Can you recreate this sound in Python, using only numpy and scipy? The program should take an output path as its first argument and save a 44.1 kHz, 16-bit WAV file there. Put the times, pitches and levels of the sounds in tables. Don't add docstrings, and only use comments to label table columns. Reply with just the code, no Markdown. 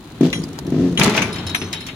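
import sys
import numpy as np
from scipy import signal
from scipy.fft import rfft, irfft
from scipy.io import wavfile

SR = 44100
rng = np.random.default_rng(int(sys.argv[2]) if len(sys.argv) > 2 else 0)


def bounce(signal):
    frames = np.transpose(np.atleast_2d(signal))
    limited = np.clip(frames, -1, 1)
    pcm = np.round(limited * 32767).astype(np.int16)
    wavfile.write(sys.argv[1], SR, pcm)


N = 85995
TIME = np.arange(N) / SR

# time in seconds, slips per second, force in dB.
SHUDDER_SLIPS = [
    [(.2078, 48.2, 3.5), (.23, 44.7, 1.5), (.252, 60.5, -3.5), (.283, 67.5, -8.5), (.3, 64, -22.5),
     (.4, 53, -19), (.52, 54.5, -27.5)],
    [(.656, 48.4, -17), (.678, 45.9, -8.5), (.7, 43.7, -20), (.72, 47, -4), (.77, 53, -6),
     (.815, 90.7, -7.5), (.87, 89, -8), (.905, 88, -23.5), (.96, 79, -19)],
]
# pitch in Hz, relative level in dB, fade time in seconds.
WALL_TONES = [(168.9, -5, 0.15), (264.4, 2.5, 0.044), (316.5, -4, 0.03), (347, -6.5, 0.037),
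              (422.6, -15.5, 0.11)]
# frequency in Hz, relative level in dB.
HOLLOW_COLOUR = [(90, -31), (170, 9), (350, -7.5), (500, 1), (1000, -43), (3000, -22), (6500, -24),
                 (16000, -82)]

def shudder():
    kicks = np.zeros(N)
    for points in SHUDDER_SLIPS:
        times, rates, force_db = np.transpose(points)
        t = np.arange(times[0], times[-1], 1 / SR)
        rate = np.interp(t, times, rates) * (1 + .012 * waver(per_s=74)[:len(t)])
        slip_count = np.floor(np.cumsum(rate) / SR)
        slip_times = t[np.diff(slip_count, prepend=-1) > 0]
        uneven_db = 1.2 * rng.standard_normal(N)[:len(slip_times)]
        kicks[(slip_times * SR).astype(int)] = amp(np.interp(slip_times, times, force_db) + uneven_db)
    wall = sum(amp(db) * decay(fade_s, rise_s=0.0014) * np.sin(2 * np.pi * hz * TIME)
               for hz, db, fade_s in WALL_TONES)
    wall = signal.sosfilt(signal.butter(3, [146.4, 423], "band", fs=SR, output="sos"), wall)
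    panel = amp(-21) * decay(0.052, rise_s=0.0027) * np.sin(2 * np.pi * 672 * TIME)
    hollow = amp(-29) * coloured(HOLLOW_COLOUR) * decay(0.62, rise_s=0.007)
    rasp = amp(-26) * coloured(CRASH_COLOUR) * decay(0.049, rise_s=0.0032)
    one_slip = amp(-2) * wall + panel + hollow + rasp
    return signal.fftconvolve(kicks[None], one_slip, axes=1)[:, :N]


# start in seconds, boom in dB, crash in dB, crash fade in seconds.
LANDING_BLOWS = [(.992, -15.5, -19, 0.32), (1.006, -13.5, -19, 1), (1.054, -14.5, -18.5, 0.24),
                 (1.143, -26, -21, 0.48), (1.176, -24.5, -13.5, 0.11), (1.187, -23.5, -19, 0.14),
                 (1.22, -21.5, -23, 0.23), (1.615, -25.5, -33, 0.13)]
# frequency in Hz, relative level in dB.
BOOM_COLOUR = [(30, -35), (70, -24), (130, -4), (200, 1.5), (310, -4.5), (430, -3.5), (520, -27),
               (1200, -22), (16000, -84)]
CRASH_COLOUR = [(60, -40), (400, 3), (900, -1), (1600, 0.5), (2500, 2), (4200, -7.5), (6300, -7.5),
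                (8500, -28), (16000, -29)]

def landing():
    out = np.zeros((2, N))
    for start, boom_db, crash_db, fade_s in LANDING_BLOWS:
        steel = coloured(CRASH_COLOUR, grains(per_s=2500, spread_db=3.0)) + amp(-4) * bed_ring()
        crash = amp(crash_db) * evened(steel) * decay(fade_s, rise_s=0.00092)
        boom = amp(boom_db) * coloured(BOOM_COLOUR) * decay(0.4, rise_s=0.00024)
        add(out, start, boom + crash)
    return out


BED_TONES_HZ = [649, 856, 894, 938, 997, 1190, 1366, 1513, 1996, 2130, 2326, 2621]

def bed_ring():
    hz = np.array(BED_TONES_HZ)[:, None]
    unlike = np.clip(1 - read(STEREO_LIKENESS, hz), 0, 1)
    phase = rng.uniform(0, 2 * np.pi, hz.shape) + unlike * rng.standard_normal((2,) + hz.shape)
    tones = amp(read(CRASH_COLOUR, hz)) * np.sin(2 * np.pi * hz * TIME + phase)
    return evened(tones.sum(1))


# start in seconds, knock in dB, knock fade in seconds, snap in dB,
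# ring in dB, the part that rings.
CHAIN_CLANKS = [(0.328, -22.5, 0.097, -31, -24, "hook"), (0.9745, -26, 0.39, -37, -23.5, "hook"),
                (1.0136, -9, 0.041, -50, -16.5, "lug"), (1.165, -28, 0.039, -22, -38.5, "chain"),
                (1.1765, -16, 0.095, -54, -17, "lug"), (1.2186, -17, 0.073, -25.5, -18, "shackle"),
                (1.327, -57, 0.13, -36, -33.5, "chain"), (1.3572, -31.5, 0.23, -33, -48, "chain"),
                (1.3835, -29, 0.054, -48, -35, "chain"), (1.466, -35.5, 0.14, -29.5, -27.5, "chain"),
                (1.495, -29, 0.074, -32, -41, "chain"), (1.5462, -14.5, 0.078, -26.5, -22.5, "link"),
                (1.6148, -24.5, 0.099, -63, -34, "chain"), (1.728, -25.5, 0.25, -24, -28.5, "chain"),
                (1.8051, -34.5, 0.15, -39.5, -35.5, "chain"), (1.8652, -33, 0.16, -28.5, -43, "chain"),
                (1.8858, -27.5, 0.15, -45, -44, "chain")]
# frequency in Hz, relative level in dB.
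KNOCK_COLOUR = [(300, -18), (900, -3), (1300, 0), (2400, 7.5), (3600, 5), (4600, -43), (6200, -30),
                (8000, -70), (16000, -32)]
SNAP_COLOUR = [(2000, -7.5), (5000, 5.5), (6600, 4.5), (8000, -2), (10500, -6), (12500, -5.5), (16000, -22)]

def chains():
    out = np.zeros((2, N))
    for start, knock_db, fade_s, snap_db, ring_db, part in CHAIN_CLANKS:
        knock = amp(knock_db) * coloured(KNOCK_COLOUR) * decay(fade_s)
        snap = coloured(SNAP_COLOUR) * decay(0.069)
        shimmer = amp(-9.5) * link_shimmer(count=22) * decay(0.19)
        add(out, start, knock + amp(snap_db) * (snap + shimmer) + amp(ring_db) * part_ring(part))
    return out


PART_TONES = {"hook": [(2024, -4.5, 0.14), (2360, -3, 0.14), (2918, 5.5, 0.046), (3220, 1.5, 0.19),
              (4000, 1.5, 0.13), (5520, -9, .27), (5980, -8.5, 0.2), (6700, -8.5, 0.27), (9060, -18, 0.4),
              (9500, -15, 0.25), (10400, -11.5, 0.42)], "link": [(1270, 0.5, 0.053), (1740, 7, 0.044),
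              (2505, 1.5, 0.065), (3634, 10, 0.071), (4000, 0, 0.11), (5450, -11, 0.35), (6040, -11, 0.56),
              (8530, -21.5, 0.59), (9260, -15, .3), (9840, -6.5, 0.15), (10500, -16, 0.17),
              (11360, -12.5, 0.21)], "shackle": [(2284, 5, 0.12), (2344, -0.5, 0.15), (6180, -6.5, 0.11),
              (7100, -9, 0.078), (10440, -17.5, 0.23)], "lug": [(2180, -9, 0.082), (2453, 5.5, 0.032),
              (2960, -6, 0.054)], "chain": [(3100, -8, 0.58), (3810, -2, 0.41), (4200, -8, 0.54),
              (4500, -19, 0.14), (5180, -2.5, 0.17), (7220, -15, 0.13), (10030, -7, 0.16)]}

def part_ring(part):
    out = np.zeros((2, N))
    for hz, db, fade_s in PART_TONES[part]:
        cycles = np.cumsum(hz * (1 + .011 * waver(per_s=220)))[:SR // 2] / SR
        twin_cycles = cycles * (1 + .02 * rng.uniform(-1, 1))
        tone = np.sin(2 * np.pi * (cycles + rng.random((2, 1))))
        twin = amp(-6) * np.sin(2 * np.pi * (twin_cycles + rng.random((2, 1))))
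        loudness = decay(fade_s) * (1 + 0.6 * waver(per_s=220))
        side_gains = amp(db + 1.5 * rng.standard_normal((2, 1)))
        add(out, 0, side_gains * loudness[:len(cycles)] * (tone + twin))
    return out


def link_shimmer(count):
    spectrum = np.zeros((2, N // 2 + 1), complex)
    hz = np.geomspace(3000, 14500, count) * rng.uniform(.96, 1.04, count)
    phases = np.exp(2j * np.pi * rng.random((2, count)))
    spectrum[:, (hz * N / SR).astype(int)] = amp(read(SNAP_COLOUR, hz)) * phases
    return evened(irfft(spectrum, N))


# time in seconds, level in dB.
SCRAPE_LEVELS = [(0, -53), (.2, -55), (.25, -44), (.31, -49), (.5, -52), (.68, -54), (.8, -49), (.97, -48),
                 (1.02, -26), (1.037, -16), (1.06, -25), (1.12, -39), (1.17, -34), (1.3, -50), (1.95, -54)]
RATTLE_LEVELS = [(0, -49), (.25, -42), (.66, -45), (.96, -45.5), (1.05, -23), (1.21, -32.5), (1.33, -34.5),
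                 (1.7, -38.5), (1.95, -44.5)]
# frequency in Hz, relative level in dB.
GRIT_COLOUR = [(200, -11), (900, 10.5), (2000, -3), (3500, 4), (6500, 3.5), (8500, -4), (11000, -2),
               (16000, -16)]
LOOSE_CHAIN_COLOUR = [(200, -24), (500, 1.5), (1000, 3.5), (2300, -3), (4000, -3), (5000, -16.5),
                      (7000, -20), (9000, -31), (16000, -46)]
# start in seconds, level in dB.
GRIT_CRACKS = [(0.21, -29.5), (0.252, -37), (0.267, -39), (0.4394, -31), (.531, -33.5), (0.5877, -22),
               (0.6671, -31.5), (0.7028, -33), (0.9959, -10.5)]
GRAINS_PER_S, GRAIN_SPREAD_DB = 520, 3.2

def grit_and_rattle():
    impacts = grains(GRAINS_PER_S, GRAIN_SPREAD_DB)
    one_grain = rng.standard_normal((2, N)) * decay(0.008)
    crunch = signal.fftconvolve(impacts, one_grain, axes=1)[:, :N]
    out = level(SCRAPE_LEVELS) * coloured(GRIT_COLOUR, crunch)
    out += level(RATTLE_LEVELS) * coloured(LOOSE_CHAIN_COLOUR, grains(per_s=4300, spread_db=0.5))
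    for start, db in GRIT_CRACKS:
        add(out, start, amp(db) * coloured(GRIT_COLOUR) * decay(0.03, rise_s=0.0002))
    return out


# start in seconds, length in seconds, pitch in Hz, band width in Hz, level in dB.
STEEL_RUBS = [(.215, .075, 750, 350, -35), (.22, .06, 3400, 600, -33), (.3, .009, 3500, 500, -28),
              (.43, .024, 4900, 350, -37), (.54, .07, 1150, 500, -41)]

def rubs():
    out = np.zeros((2, N))
    for start, length, hz, width_hz, db in STEEL_RUBS:
        friction = grains(GRAINS_PER_S, GRAIN_SPREAD_DB)
        band = signal.lfilter(*signal.iirpeak(hz, hz / width_hz, SR), friction)
        swell = np.sin(np.pi * np.minimum(TIME / length, 1))
        add(out, start, amp(db) * evened(band) * swell)
    return out


# frequency in Hz, relative level in dB.
IDLE_COLOUR = [(25, -18), (55, -2.5), (120, -1.5), (330, 0.5), (450, -18), (800, -17), (2000, -39),
               (4000, -21), (5000, -32), (16000, -35.5)]
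BED_RUMBLE_COLOUR = [(20, -39), (40, -8), (58, -4.5), (100, 2.5), (180, 5), (400, -3), (600, -19.5),
                     (2000, -31.5), (16000, -87)]
# time in seconds, level in dB.
RUMBLE_LEVELS = [(0, -48), (.3, -32), (.4, -27), (.55, -35), (.8, -22), (1.1, -29.5), (1.35, -28.5),
                 (1.55, -32.5), (1.75, -37.5), (1.95, -38.5)]
DRONE_LEVELS = [(0, -72), (1.35, -58.5), (1.48, -33), (1.7, -40.5), (1.95, -40)]

def truck():
    drone_hz = 92 + 2.03 * waver(per_s=9.9)
    drone_gain = level(DRONE_LEVELS) * amp(6.2 * waver(per_s=18))
    drone = drone_gain * np.sqrt(2) * np.sin(2 * np.pi * np.cumsum(drone_hz) / SR)
    idle = amp(-40.5) * coloured(IDLE_COLOUR)
    rumble = level(RUMBLE_LEVELS) * coloured(BED_RUMBLE_COLOUR)
    return idle + rumble + drone


# frequency in Hz, likeness from 0 (unrelated) to 1 (the same).
STEREO_LIKENESS = [(100, .99), (300, .96), (600, .82), (1200, .6), (2500, .2), (5000, 0)]

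def coloured(colour, drive=None):
    left, other = rfft(rng.standard_normal((2, N)) if drive is None else drive)
    hz = np.fft.rfftfreq(N, 1 / SR)
    same = np.clip(read(STEREO_LIKENESS, hz), -1, 1)
    right = same * left + np.sqrt(1 - same ** 2) * other
    return evened(irfft(np.array([left, right]) * amp(read(colour, hz)), N))


def grains(per_s, spread_db):
    impacts = rng.standard_normal((2, N)) * (rng.random((2, N)) < per_s / SR)
    return impacts * amp(spread_db * np.minimum(rng.exponential(1, (2, N)), 4))


def decay(fade_s, rise_s=0.00075):
    return (1 - np.exp(-TIME / rise_s)) * np.exp(-np.log(1000) * TIME / fade_s)


def waver(per_s):
    return np.interp(TIME * per_s, np.arange(N), rng.standard_normal(N))


def amp(db):
    return 10 ** (np.asarray(db) / 20)


def evened(sound):
    return sound / np.sqrt(np.mean(sound ** 2) + 1e-20)


def read(points, hz):
    row_hz, values = np.transpose(points)
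    return np.interp(np.log(hz + 1), np.log(row_hz + 1), values)


def level(points):
    return amp(np.interp(TIME, *np.transpose(points)))


def add(mix, start, sound):
    part = mix[:, round(start * SR):][:, :sound.shape[-1]]
    part += sound[..., :part.shape[-1]]


def scene():
    return shudder() + landing() + chains() + grit_and_rattle() + rubs() + truck()


# frequency in Hz, left minus right in dB.
STEREO_BALANCE = [(60, 1), (250, 1.5), (600, 3), (1300, 2.5), (2500, 7.5), (3800, 4.5), (6000, -5),
                  (10000, -6.5), (15000, -4)]

def record(dry):
    lean = amp(read(STEREO_BALANCE, np.fft.rfftfreq(2 * N, 1 / SR)))
    gains = np.array([lean, np.ones_like(lean)]) * np.sqrt(2 / (1 + lean ** 2))
    heard = irfft(rfft(dry, 2 * N) * gains)[:, :N]
    treble_cut = signal.firwin(511, cutoff=16100, window=("kaiser", 9), fs=SR)
    return signal.oaconvolve(heard, treble_cut[None], "same")


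dry = scene()
out = record(dry)
bounce(out)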